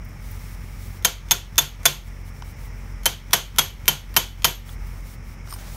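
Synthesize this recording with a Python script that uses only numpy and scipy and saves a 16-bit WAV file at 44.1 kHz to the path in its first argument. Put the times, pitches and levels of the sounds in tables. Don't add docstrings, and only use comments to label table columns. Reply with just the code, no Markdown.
import sys
import numpy as np
from scipy import signal
from scipy.fft import rfft, irfft
from scipy.io import wavfile
from scipy.ndimage import uniform_filter1d

SR = 44100
rng = np.random.default_rng(int(sys.argv[2]) if len(sys.argv) > 2 else 0)


def store_pcm(level_fs):
    pcm = np.round(np.clip(level_fs, -1, 1) * 32767).astype(np.int16)
    wavfile.write(sys.argv[1], SR, np.atleast_2d(pcm).T)


def boost(x):
    u = np.asarray(x, float) / 20
    return 10 ** u


N = 254009

# (time [s], rate [Hz])
FIRING_RATE = [(0.0, 45.33), (5.76, 44.48)]
# (frequency [Hz], gain [dB])
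EXHAUST = [(30, -72), (38, -30.5), (45, -15), (65, -11), (90, -6), (135, -12.5), (180, -34), (225, -16),
           (280, -35), (400, -54), (900, -100)]
# (frequency [Hz], density [dB])
RUMBLE = [(18, -19.5), (30, 1.5), (67, -0.5), (115, -7), (178, -10), (231, -19.5), (392, -30.5),
          (436, -27.5), (700, -31), (910, -60), (1540, -120)]
# (frequency [Hz], density [dB])
CLATTER = [(180, -26), (300, 1.5), (634, -3.5), (701, -6.5), (842, 0.5), (1030, -3.5), (1210, -1),
           (1580, -4.5), (2210, 0.5), (2740, -10.5), (4370, -24.5), (5430, -7), (6960, -19.5),
           (13500, -29.5), (16000, -32)]

# (start [s], length [s], level [dB])
STROKES = [(0.0, 0.18, -61), (0.598, 1.62, -60), (2.6, 2.03, -58.5), (0.166, 0.2, -50.5),
           (0.297, 0.25, -50.5), (0.496, 0.27, -54), (0.752, 0.12, -48.5), (0.84, 0.14, -52),
           (2.03, 0.049, -54), (2.24, 0.052, -53), (2.315, 0.086, -56.5), (2.42, 0.094, -52),
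           (2.543, 0.13, -52.5), (2.653, 0.27, -59), (4.636, 0.1, -48), (4.74, 0.27, -54.5),
           (5.012, 0.13, -49.5), (5.217, 0.12, -55), (5.433, 0.18, -49.5), (5.55, 0.45, -45.5)]
# (time [s], level [dB])
CREASES = [
    (0.052, -49),
    (0.092, -53),
    (0.316, -41),
    (0.888, -55),
    (2.656, -56),
    (4.873, -50),
]
# (frequency [Hz], density [dB])
CLOTH = [(1500, -20.5), (3000, 1.5), (6000, 0), (10000, 0.5), (14000, 1), (16000, 3.5)]
# (frequency [Hz], density [dB])
CREASE_SPECTRUM = [(6000, -25), (11000, -14), (15000, 0)]
CLOTH_REST_DB, CREASE_S = -67, 0.005
STROKE_RISE, STROKE_RELEASE_S = 0.47, 0.016

# (time [s], peak [dB], chisel ring [Hz], chisel ring [dB], head roll toward its side [dB])
BLOWS = [
    (1.048, -4, 3140, -13, -1),
    (1.31, -2.5, 3530, 0.5, 0),
    (1.581, -1.5, 3525, 3, 7),
    (1.855, -0.5, 3482, 0, 5.5),
    (3.057, -5, 3110, -5.5, -4),
    (3.332, -2.5, 3350, -16, -3),
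    (3.585, -2, 3290, -1.5, 7.5),
    (3.88, -2, 3098, -1, 6),
    (4.165, -2, 3096, -4.5, 2),
    (4.445, -2.5, 3120, -3, 11),
]
# (until [s], overtone [Hz], overtone rise [dB], face ring [dB], thump [dB])
SEATS = [
    (2.5, 6510, 14.5, -2.5, -1),
    (5.76, 6165, 2, 1.5, 0.5),
]
# (frequency [Hz], density [dB])
CRACK = [(150, -43), (250, -23.5), (988, -1.5), (2360, -2.5), (3120, 1), (4570, -3), (5930, -1),
         (6470, -3.5), (7980, -8), (12300, -2.5), (13700, -26), (14900, 3), (16000, -41)]
# (frequency [Hz], rise over crash [dB], t60 [s])
SHAFT = [(144.8, 11.5, 0.21), (201, -3, 0.046), (373, 4.5, 0.022), (507, 7, 0.047), (679, 4.5, 0.05),
         (940, 3, 0.028), (1048, -1.5, 0.049), (1398, 2, 0.046), (1470, -13, 0.022), (3130, -10, 0.13),
         (3390, -2, 0.094), (6470, -10, 0.015)]
# (frequency [Hz], rise over crash [dB], t60 [s])
HEAD = [(11770, 15, .07), (12655, 12, .04)]
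# (frequency [Hz], rise [dB], t60 [s])
COLLAR = [(3040, 2.5, 0.077), (3290, -1.5, 0.077)]
# (frequency [Hz], t60 [s])
SHED_T60 = [(150, 0.21), (500, 0.26), (1400, 0.23), (3700, 0.36), (9000, 0.2), (15000, 0.25)]
# (frequency [Hz], density [dB])
WASH = [(59, -57), (100, 1), (185, -2), (266, -12), (801, -6.5), (950, -7.5), (2080, -4.5), (3120, -4.5),
        (5530, -7), (6420, -3.5), (7940, -11), (12700, -15.5), (16000, -13)]
# (frequency [Hz], gain [dB])
GHOST = [(300, 2), (3000, -3.5), (9000, -5.5), (16000, -3)]
SEAT_BRIGHT_DB, SEAT_TOP_DB, SEAT_EDGE_DB = (0.5, 1), (-8, -7), (2, -6)
SEAT_COLLAR_DB, SEAT_GHOST_DB = (-6, 2.5), (-1, 3.5)
CONTACT_DB, CONTACT_S = 3, 0.0004
REBOUND_S, REBOUND_DIP = 0.0022, 0.3
SING_DB, SING_S = -16.5, 0.003
SIDE_DB, EDGE_DB, EDGE_HZ = -1, 8, 14600
FACE_PER_ROLL, EDGE_PER_ROLL = -0.54, -1.1
GHOST_SAMPLES = 1024

# (time [s], knock [dB], knock [Hz], knock ring [dB], thin ring [dB])
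TAPS = [
    (2.422, -25.5, 6050, -46, -70),
    (4.692, -35, 3420, -37, -70),
    (5.474, -36, 5950, -48, -62),
    (5.486, -40, 5560, -52, -62),
    (5.497, -43, 9600, -44, -45),
    (5.508, -41, 5100, -46, -36),
    (5.517, -40, 5100, -41, -40),
    (5.526, -27.5, 5300, -34, -35),
    (5.538, -30, 5070, -32, -32),
    (5.562, -41, 5500, -46, -47),
]
# (frequency [Hz], rise [dB], t60 [s])
TOOL = [(1050, 8, 0.006), (1350, 9, 0.006), (3050, 11, 0.01), (3850, 8, 0.008), (5100, 8, 0.006)]
# (frequency [Hz], level [dB], t60 [s])
TINKLE = [(8940, 0, .05), (13190, -4, .05), (15140, -18, .03)]

# (frequency [Hz], density [dB])
DRAG_SPECTRUM = [(600, -27), (1000, -9), (2500, -3), (4000, -14), (5100, 1), (6500, -5), (9500, -11),
                 (14000, -8)]
DRAG_START_S, DRAG_END_S, DRAG_DB = 5.455, 5.565, -49

# (frequency [Hz], density [dB])
STRAW = [(300, -9), (600, 2), (1500, -3), (3000, -7.5), (6000, -8), (12000, -18)]
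STEP_S, STEP_RISE_S, STEP_DB = 5.56, 0.031, -49

# (frequency [Hz], gain [dB])
RECORDER_BAND = [(20, -40), (30, -24), (40, 0), (15700, 0), (15900, -24), (16600, -32), (16900, -70)]


def colour(x, points):
    hz, db = np.transpose(points)
    f = np.maximum(np.fft.rfftfreq(len(x), 1 / SR), 1)
    gain = boost(np.interp(np.log(f), np.log(hz), db))
    return irfft(rfft(x) * gain, len(x))


def level(x, db):
    return x * boost(db) / np.sqrt(np.mean(x ** 2))


def walk(rate_hz):
    k = int(SR / rate_hz)
    steps = np.repeat(rng.standard_normal(N // k + 1), k)
    return 1.5 * uniform_filter1d(uniform_filter1d(steps, k), k)[:N]


def add(track, sound, s):
    i = int(round(s * SR))
    track[i:i + len(sound)] += sound[:len(track) - i]


def resonate(x, modes):
    hz, db, t60 = np.transpose(modes)[:, :, None]
    damping = np.log(1000) / t60
    f = np.fft.rfftfreq(len(x), 1 / SR)
    ring = np.sum(boost(db) * damping / (damping + 2j * np.pi * (f - hz)), axis=0)
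    return irfft(rfft(x) * (1 + ring), len(x))


def engine():
    s, hz = np.transpose(FIRING_RATE)
    turns = np.cumsum(np.interp(np.arange(N) / SR, s, hz)) / SR
    phase = turns + 0.049 * walk(40)
    starts = np.flatnonzero(np.diff(np.floor(phase)) > 0)
    pulses = np.zeros(N)
    pulses[starts] = boost(2.2 * rng.standard_normal(len(starts)))
    exhaust = level(colour(pulses, EXHAUST), -42)
    boom = level(np.cos(2 * np.pi * turns) * boost(1.5 * walk(9.2)), -38.5)
    rumble = level(colour(rng.standard_normal(N), RUMBLE), -41)
    throb = 1 + 0.061 * np.cos(2 * np.pi * phase)
    clatter = colour(rng.standard_normal(N) * throb * boost(0.7 * walk(6)), CLATTER)
    return exhaust + boom + rumble + level(clatter, -50.5)


def sleeve():
    t = np.arange(N) / SR
    start, length, db = np.transpose(STROKES)[:, :, None]
    rise = np.clip((t - start) / (STROKE_RISE * length), 0, 1)
    stop = np.exp(-np.maximum(t - start - length, 0) / STROKE_RELEASE_S)
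    rub = np.sqrt(boost(CLOTH_REST_DB) ** 2 + np.sum((boost(db) * rise * stop) ** 2, axis=0))
    grains = rng.standard_normal(N) * boost(1.2 * rng.exponential(size=N))
    s, db = np.transpose(CREASES)[:, :, None]
    snaps = np.sum(boost(db) * np.exp(-((t - s) / CREASE_S) ** 2), axis=0)
    sliding = level(colour(grains, CLOTH), 0.5) * rub
    return sliding + level(colour(grains, CREASE_SPECTRUM), 0) * snaps


def chatter(t):
    loose = 1 / (1 + np.exp(np.clip((t - 0.0115) / 0.0015, -50, 50)))
    loose = loose * (1 - REBOUND_DIP * np.exp(-(t / REBOUND_S - 1) ** 2 * 2))
    bounce = loose * np.exp(-t / 0.05) + 0.35 * np.exp(-t / 0.0011) + 0.13 * np.exp(-t / 0.04)
    uneven = boost(2.5 * rng.standard_normal(len(t) // 32 + 1).repeat(32)[:len(t)])
    return colour(bounce * uneven * rng.standard_normal(len(t)), CRACK)


def shed(t):
    hz, t60 = np.transpose(SHED_T60)
    noise = colour(rng.standard_normal(len(t)), WASH)
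    noise = noise / np.std(noise)
    out = 0
    for f in 100 * 2 ** np.arange(8):
        octave = [(f / 2, -60), (f / 2 ** 0.5, -6), (f, 0), (f * 2 ** 0.5, -6), (f * 2, -60)]
        decay = boost(-60 * t / np.interp(np.log(f), np.log(hz), t60))
        build_up = 1 - np.exp(-t * f)
        out = out + colour(noise, octave) * decay * build_up
    return out


def hammer_blow(t, run, chisel_hz, chisel_db, roll_db):
    _, over_hz, over_db, face_db, thump_db = SEATS[run]
    crack = chatter(t)
    contact = boost(CONTACT_DB) * np.exp(-t / CONTACT_S) * np.sign(crack)
    chisel = [(chisel_hz, 12 + chisel_db, 0.035), (over_hz, over_db, 0.02), (over_hz * 1.1, over_db - 3.5, 0.02)]
    swell = boost(SING_DB + chisel_db) * (t / SING_S) ** 4 * np.exp(-t / SING_S)
    sing = swell * np.sin(2 * np.pi * chisel_hz * t)
    collar = [(hz, rise_db + SEAT_COLLAR_DB[run], t60) for hz, rise_db, t60 in COLLAR]
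    wash = boost(-5.5) * resonate(shed(t), collar)
    crash = resonate(crack / np.std(crack[:512]), chisel) + contact + sing + wash
    (face_hz, face_rise, face_t60), (side_hz, side_rise, side_t60) = HEAD
    head = [(face_hz, face_rise + face_db + FACE_PER_ROLL * abs(roll_db), face_t60),
            (side_hz, side_rise + SIDE_DB + roll_db, side_t60),
            (EDGE_HZ, EDGE_DB + SEAT_EDGE_DB[run] + EDGE_PER_ROLL * roll_db, 0.08)]
    tilt = [(6000, 0.0036), (14500, SEAT_BRIGHT_DB[run]), (15800, SEAT_TOP_DB[run])]
    blow = colour(resonate(crash, SHAFT + head), tilt)
    lows = colour(blow, [(900, 0), (2200, -30)])
    thump = boost(thump_db) * lows * (1 - np.exp(-t / 0.0012))
    return (blow - lows + thump) * np.clip((t[-1] - t) / 0.1, 0, 1)


def blows():
    t, track = np.arange(int(0.4 * SR)) / SR, np.zeros(N)
    lead_s = GHOST_SAMPLES / SR
    quarter = GHOST_SAMPLES // 4
    for s, db, chisel_hz, chisel_db, roll_db in BLOWS:
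        run = int(s > SEATS[0][0])
        blow = hammer_blow(t, run, chisel_hz, chisel_db, roll_db)
        blow = blow * boost(db) / np.std(blow[:512])
        add(track, boost(-6) * blow, s)
        ghost = boost(SEAT_GHOST_DB[run]) * colour(blow, GHOST)[:GHOST_SAMPLES]
        ghost = ghost * np.exp(-t[:GHOST_SAMPLES] / 0.0045)
        add(track, boost(-35) * ghost, s - lead_s)
        add(track, boost(-39) * ghost, s - lead_s / 2)
        reversed_onset = (blow * np.exp(-t / 0.0026))[quarter::-1]
        add(track, boost(-31) * reversed_onset, s - lead_s / 4)
    return track


def taps():
    t, track = np.arange(int(0.15 * SR)) / SR, np.zeros(N)
    hz, ring_db, t60 = np.transpose(TINKLE)[:, :, None]
    tick_spectrum = [(500, -20), (900, -0.5), (7000, -17), (14000, -28)]
    for s, db, knock_hz, knock_db, thin_db in TAPS:
        tick = np.exp(-t / 0.003) * colour(rng.standard_normal(len(t)), tick_spectrum)
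        knock = boost(knock_db - 60 * t / 0.025) * np.sin(2 * np.pi * knock_hz * t)
        thin = np.sum(boost(thin_db + ring_db - 60 * t / t60) * np.sin(2 * np.pi * hz * t), axis=0)
        add(track, (boost(db) * resonate(tick, TOOL) + knock + thin) * (1 - t / t[-1]), s)
    return track


def drag():
    t = np.arange(N) / SR
    progress = np.clip((t - DRAG_START_S) / (DRAG_END_S - DRAG_START_S), 0, 1)
    push = np.maximum(np.sin(np.pi * progress), 0) ** 0.5
    grains = rng.standard_normal(N) * boost(3.4 * rng.exponential(size=N) + 2.2 * walk(150))
    return level(colour(grains, DRAG_SPECTRUM), DRAG_DB) * push


def straw():
    t = np.arange(N) / SR
    grains = rng.standard_normal(N) * boost(1.5 * rng.exponential(size=N) + 1.5 * walk(40))
    return level(colour(grains, STRAW), STEP_DB) * np.clip((t - STEP_S) / STEP_RISE_S, 0, 1)


def scene():
    return (engine() + sleeve() + blows() + taps() + drag() + straw())[None]


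def low_pass(x):
    return signal.sosfilt(signal.butter(12, 16820, fs=SR, output="sos"), x)


def record(dry):
    overloads = np.cumsum(np.abs(dry[0]) > 0.4)
    hold = int(0.193 * SR)
    held = (overloads > np.r_[np.zeros(hold), overloads[:-hold]]) * 1.0
    quick = signal.lfilter([1 / 200], [1, 1 / 200 - 1], held)
    slow_rate = 1 / (0.7 * SR)
    slow = signal.lfilter([slow_rate], [1, slow_rate - 1], held)
    x = dry[0] * boost(-3.2 * quick - 1.2 * slow)
    x = np.tanh(0.91 * colour(x, RECORDER_BAND)) / 0.79
    x = colour(np.clip(x, -0.94, 0.94), [(16020, 0), (16720, -12), (16820, -60)])
    return low_pass(np.clip(x[None], -1, 1))


dry = scene()
out = record(dry)
store_pcm(out)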